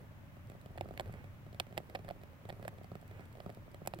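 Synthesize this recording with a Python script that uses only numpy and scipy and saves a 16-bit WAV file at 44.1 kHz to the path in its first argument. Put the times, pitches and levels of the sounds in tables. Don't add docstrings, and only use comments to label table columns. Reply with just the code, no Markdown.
import sys
import numpy as np
from scipy import signal
from scipy.fft import rfft, irfft, next_fast_len
from scipy.io import wavfile

SR = 44100
rng = np.random.default_rng(int(sys.argv[2]) if len(sys.argv) > 2 else 0)


def waveform_to_disk(signal):
    frames = np.transpose(np.atleast_2d(signal))
    scaled = np.clip(frames, -1, 1) * 32767
    samples = np.round(scaled).astype(np.int16)
    wavfile.write(sys.argv[1], SR, samples)


N = 176400

# time_s, level_db
RUMBLE_LEVEL = [(0, -52), (.3, -54.5), (.68, -54.5), (.78, -48.5), (1.2, -49), (1.45, -53.5), (1.9, -55.5),
                (2.15, -51.5), (2.4, -58), (2.52, -51.5), (2.8, -54), (3.35, -55), (3.6, -54), (4, -53)]
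# frequency_hz, level_db
RUMBLE_SPECTRUM = [(15, -35.5), (28, -6), (38, -12), (55, -15.5), (85, -1.5), (108, -2), (135, -8),
                   (200, -17.5), (300, -25.5), (600, -44), (1500, -113)]
HISS_SPECTRUM = [(30, 1.5), (150, 13.5), (300, 6.5), (470, -10.5), (570, 5.5), (680, -2.5), (900, -1.5),
                 (1300, -3.5), (2000, -5.5), (3000, -12), (4500, -20.5), (6500, -22), (9500, -26),
                 (12000, -22), (15000, -19.5), (15800, -15.5), (16300, -62)]
# frequency_hz, coherence
ROOM_COHERENCE = [(60, 0.87), (130, 0.77), (290, 0.2), (640, 0.74), (1400, -0.22), (3100, -.08),
                  (7000, -0.11)]
# time_s, level_db
BEDDING_LEVEL = [(0, -58.5), (.4, -100), (.5, -65), (.7, -64), (.9, -61), (1.05, -60.5), (1.13, -58.5),
                 (1.3, -78), (1.7, -63), (2.1, -62.5), (2.35, -70), (2.55, -59), (2.95, -67), (3.2, -67),
                 (3.45, -59), (3.65, -66.5), (3.9, -68), (4, -53.5)]
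# frequency_hz, level_db
BEDDING_SPECTRUM = [(150, -31), (400, 20), (700, 16.5), (1100, 5.5), (2300, -17.5), (3300, -17.5),
                    (4500, -8.5), (6300, -24.5), (8200, -17), (10000, -8.5), (14000, -18)]
BRUSH_SPECTRUM = [(300, -5), (600, -0.5), (1200, -8), (2400, -6.5), (3200, -20.5), (4500, -30.5),
                  (8000, -31), (15000, -37)]
# start_s, knock_db, scrape_db
TOOTH_TAPS = [(0.368, -47.5, -66), (0.499, -43.5, -52.5), (0.518, -45, -58.5), (0.551, -45, -75),
              (0.66, -43.5, -56.5), (0.705, -47.5, -73), (0.757, -44, -77), (0.857, -39.5, -78),
              (0.888, -42.5, -55), (0.909, -35.5, -61), (0.939, -44.5, -57), (1.059, -43.5, -56),
              (1.095, -40, -68), (1.139, -43.5, -51.5), (1.153, -47, -76), (1.242, -46.5, -56),
              (1.465, -46, -62), (1.529, -45, -58), (1.546, -45.5, -54), (1.668, -48, -57),
              (1.709, -47, -68), (1.726, -42, -55.5), (1.802, -41, -63), (1.898, -44.5, -51.5),
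              (1.971, -44, -76), (1.991, -44, -56), (2.047, -44, -55), (2.161, -47, -79),
              (2.215, -48.5, -62), (2.235, -44, -54), (2.453, -41.5, -56.5), (2.526, -41, -52.5),
              (2.553, -69, -71), (2.596, -41, -70), (2.627, -41, -51.5), (2.729, -47.5, -77),
              (2.784, -45, -57), (2.813, -42.5, -71), (2.844, -42.5, -54), (2.917, -36.5, -59),
              (2.954, -36.5, -50), (3.027, -45.5, -70), (3.112, -45.5, -56.5), (3.194, -42.5, -58),
              (3.207, -48, -57.5), (3.353, -45.5, -59), (3.371, -48, -61), (3.462, -33, -55.5),
              (3.494, -38.5, -55), (3.501, -41.5, -51.5), (3.572, -41.5, -64), (3.68, -48, -86),
              (3.745, -40, -51), (3.818, -39.5, -74), (3.988, -40.5, -50)]
# start_s, level_db
FIBRE_TICKS = [(0.4718, -59), (0.6135, -54.5), (1.1258, -53.5), (1.87, -65), (2.834, -58), (3.0136, -56.5),
               (3.0787, -55.5), (3.255, -56.5), (3.3273, -58), (3.524, -60), (3.5476, -53.5), (3.7154, -58),
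               (3.9454, -51)]
# start_s, knock_db, snap_db, splinter_db
SHELL_CRACKS = [(0.7763, -40, -46, -49.5), (0.782, -45, -44.5, -55), (0.8099, -28.5, -38.5, -44),
                (0.9759, -46, -39.5, -43.5), (0.997, -30.5, -34.5, -38), (1.0048, -36.5, -56, -51),
                (1.0078, -39.5, -43.5, -43.5), (1.5993, -35, -26, -27.5), (1.6034, -32.5, -46, -53),
                (1.7713, -44, -46.5, -60), (1.7774, -29, -31, -33.5), (1.7836, -37, -44.5, -49),
                (1.95, -31.5, -40, -44), (1.954, -35, -36.5, -51), (1.9578, -39, -41.5, -60),
                (2.0816, -46, -46, -59), (2.0871, -42, -52, -63), (2.0887, -41, -42.5, -46.5),
                (2.1022, -42, -47.5, -65), (2.1092, -35, -44.5, -52), (2.4906, -41, -48, -47.5),
                (2.4966, -43, -42.5, -52), (2.5019, -39, -42.5, -51), (2.6502, -48, -45.5, -53),
                (2.6537, -54, -51, -56), (2.6788, -34, -44, -46), (2.6801, -47, -40, -39.5),
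                (2.6885, -59, -50.5, -55), (3.403, -40, -45, -58), (3.8527, -49, -50.5, -57),
                (3.861, -47, -48, -50), (3.8739, -29.5, -36.5, -26), (3.937, -34.5, -41, -48.5)]
# centre_s, half_width_s, level_db
FUR_BRUSHES = [(1.16, 0.091, -60.5), (3.178, 0.061, -58)]
# start_s, length_s, pitch_hz, level_db
TOOTH_CREAKS = [(2.096, 0.025, 694, -41.5), (2.651, 0.0098, 563, -35.5), (3.957, 0.024, 343, -45)]
# frequency_hz, gain_db
SOFT_KNOCK_RESPONSE = [(120, -21), (260, -9), (400, 2.5), (480, -3.5), (570, 3), (740, 1), (880, -22),
                       (1250, -9), (1800, -36.5), (4000, -74.5)]
HARD_KNOCK_RESPONSE = [(150, -23.5), (270, -22), (350, -2), (440, -12.5), (560, 3), (660, 0.5), (760, 3),
                       (900, -5.5), (1100, -12), (1500, -20.5), (2200, -61.5), (4000, -70.5)]
FLOOR_RESPONSE = [(30, -19), (70, -16.5), (110, 3.5), (140, -5.5), (180, 3), (250, -8.5), (500, -31),
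                  (1500, -82)]
# frequency_hz, gain_db
SCRAPE_RESPONSE = [(600, -20), (1100, -6), (1500, -6), (1900, -1), (2400, 0), (2800, -7), (3400, -8),
                   (4400, -11), (6200, -20), (8200, -15), (10000, -21), (13000, -17), (16000, -18)]
SNAP_RESPONSE = [(500, -30), (1100, -10), (1500, -8), (1950, -1), (2400, 1), (3000, -5), (3370, -1),
                 (3800, -4), (4400, 1), (4850, -4), (5200, -1), (5900, -18), (7000, -20), (10000, -32),
                 (16000, -45)]
SPLINTER_RESPONSE = [(2000, -33), (4500, -31), (6000, -12), (7200, -8.5), (7950, -2.5), (8600, -2),
                     (9400, -12), (10400, -1), (11200, -7), (12150, -6.5), (12900, -7.5), (13500, -14),
                     (14200, 1), (16000, -17.5)]
# frequency_hz, gain_db
LEFT_SHADOW = [(100, -.5), (220, -1), (400, -4), (700, -7.5), (1300, -6.5), (2400, -3.5), (4400, -7),
               (8000, -6), (15000, -7)]
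# frequency_hz, delay_ms
LEFT_DELAY = [(700, .25), (1400, .22), (2000, .17), (2450, .25), (2850, .27), (3800, .26), (5400, .21),
              (8000, .25), (13000, .23)]

RING_TIME_S = np.arange(4096) / SR
SNAP_DECAY_S, SPLINTER_DECAY_S, SCRAPE_DECAY_S = 0.0018, 0.0016, 0.0022


def amp(db):
    return 10 ** (np.asarray(db) / 20)


def unit(x):
    return x / np.sqrt(np.mean(x ** 2) + 1e-20)


def unit_burst(x, span_s):
    return x / np.sqrt(np.sum(x ** 2) / (span_s * SR) + 1e-20)


def along(points, hz):
    point_hz, values = np.transpose(points)
    return np.interp(np.log(hz + 1), np.log(point_hz + 1), values)


def curve(points):
    return np.interp(np.arange(N) / SR, *np.transpose(points))


def filtered(x, response):
    size = next_fast_len(N + SR // 2)
    return irfft(rfft(x, size) * response(np.fft.rfftfreq(size, 1 / SR)), size)[..., :N]


def ring(response, tilt_db_per_octave=0):
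    size = len(RING_TIME_S)
    hz = np.fft.rfftfreq(size, 1 / SR)
    gain_db = along(response, hz) + tilt_db_per_octave * np.log2(1 + hz / response[0][0])
    cepstrum = irfft(np.log(amp(gain_db)))
    cepstrum[1:size // 2] *= 2
    cepstrum[size // 2 + 1:] = 0
    return irfft(np.exp(rfft(cepstrum)))


def echoes(x, t60_s):
    tail = rng.standard_normal((2, len(RING_TIME_S))) * amp(-60 * RING_TIME_S / t60_s)
    tail *= RING_TIME_S > .0005
    tail /= np.linalg.norm(tail, axis=1, keepdims=True)
    return signal.fftconvolve(x[None], tail, axes=1)[:, :len(x)]


def sheltered(x):
    return x + amp(-11) * echoes(x, t60_s=.017) + amp(-28) * echoes(x, t60_s=.15)


def add(track, start_s, sound):
    start = max(round(start_s * SR), 0)
    track[:, start:start + len(sound)] += sheltered(sound)[:, :max(N - start, 0)]


def room_noise(spectrum):
    def mid_side_gains(hz):
        angle = np.arccos(np.clip(along(ROOM_COHERENCE, hz), -1, 1)) / 2
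        return amp(along(spectrum, hz)) * [np.cos(angle), np.sin(angle)]
    mid, side = filtered(rng.standard_normal((2, N)), mid_side_gains)
    return unit(np.array([mid + side, mid - side]))


def bedding(grains_per_s=260, spread_db=1.5, decay_s=0.00073):
    sizes = amp(spread_db * np.minimum(rng.exponential(size=N), 4))
    onsets = rng.random(N) < grains_per_s / SR
    envelope = signal.fftconvolve(sizes * onsets, np.exp(-RING_TIME_S / decay_s))[:N]
    grains = envelope * rng.standard_normal(N)
    crackle = filtered(grains, lambda hz: amp(along(BEDDING_SPECTRUM, hz)))
    return amp(curve(BEDDING_LEVEL)) * unit(crackle)


def knock(response, thud_db):
    nut = unit_burst(ring(response), span_s=0.0028)
    floor = unit_burst(ring(FLOOR_RESPONSE), span_s=0.0052)
    return nut + amp(thud_db) * floor


def fracture(response, decay_s, tilt_db_per_octave=0):
    force = 0.15 * rng.laplace(size=len(RING_TIME_S)) * np.exp(-RING_TIME_S / decay_s)
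    force[0] = 1
    vibration = signal.fftconvolve(force, ring(response, tilt_db_per_octave))[:len(force)]
    return unit_burst(vibration, span_s=0.0021)


def taps():
    out = np.zeros((2, N))
    nut = knock(SOFT_KNOCK_RESPONSE, thud_db=-3.5)
    for start_s, knock_db, scrape_db in TOOTH_TAPS:
        scrape = amp(scrape_db + 0.5) * fracture(SCRAPE_RESPONSE, SCRAPE_DECAY_S)
        add(out, start_s, amp(knock_db - 3) * nut + scrape)
    return out


def ticks():
    out = np.zeros((2, N))
    for start_s, level_db in FIBRE_TICKS:
        fibre = fracture(SPLINTER_RESPONSE, SCRAPE_DECAY_S)
        shell = amp(-1.5) * fracture(SNAP_RESPONSE, SCRAPE_DECAY_S)
        add(out, start_s, amp(level_db - 6) * (fibre + shell))
    return out


def cracks():
    out = np.zeros((2, N))
    nut = knock(HARD_KNOCK_RESPONSE, thud_db=-14)
    for start_s, knock_db, snap_db, splinter_db in SHELL_CRACKS:
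        tilt_db_per_octave = 0.52 * (snap_db + 17.5)
        snap = amp(snap_db) * fracture(SNAP_RESPONSE, SNAP_DECAY_S, tilt_db_per_octave)
        splinters = amp(splinter_db - 7.5) * fracture(SPLINTER_RESPONSE, SPLINTER_DECAY_S)
        add(out, start_s, amp(knock_db - 0.5) * nut + snap + splinters)
    return out


def brushes():
    time_s = np.arange(N) / SR
    envelope = sum(amp(level_db) * np.exp(-((time_s - centre_s) / half_width_s) ** 2 / 2)
                   for centre_s, half_width_s, level_db in FUR_BRUSHES)
    friction = filtered(rng.standard_normal(N), lambda hz: amp(along(BRUSH_SPECTRUM, hz)))
    return envelope * unit(friction)


def creaks():
    out = np.zeros((2, N))
    for start_s, length_s, pitch_hz, level_db in TOOTH_CREAKS:
        envelope = amp(level_db) * np.sin(np.pi * np.minimum(RING_TIME_S / length_s, 1))
        add(out, start_s, envelope * np.sin(2 * np.pi * pitch_hz * RING_TIME_S))
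    return out


def left_path(hz):
    delay_s = along(LEFT_DELAY, hz) / 1000
    return amp(along(LEFT_SHADOW, hz)) * np.exp(-2j * np.pi * hz * delay_s)


def scene():
    left, right = cracks() + taps() + ticks() + creaks() + sheltered(bedding() + brushes())
    rumble = amp(curve(RUMBLE_LEVEL) - 1) * room_noise(RUMBLE_SPECTRUM)
    hiss = amp(-58.5) * room_noise(HISS_SPECTRUM)
    return np.array([filtered(left, left_path), right]) + rumble + hiss


def record(dry):
    cutoff_hz = 16400
    return filtered(dry, lambda hz: 1 / (1 + (hz / cutoff_hz) ** 120))


dry = scene()
out = record(dry)
waveform_to_disk(out)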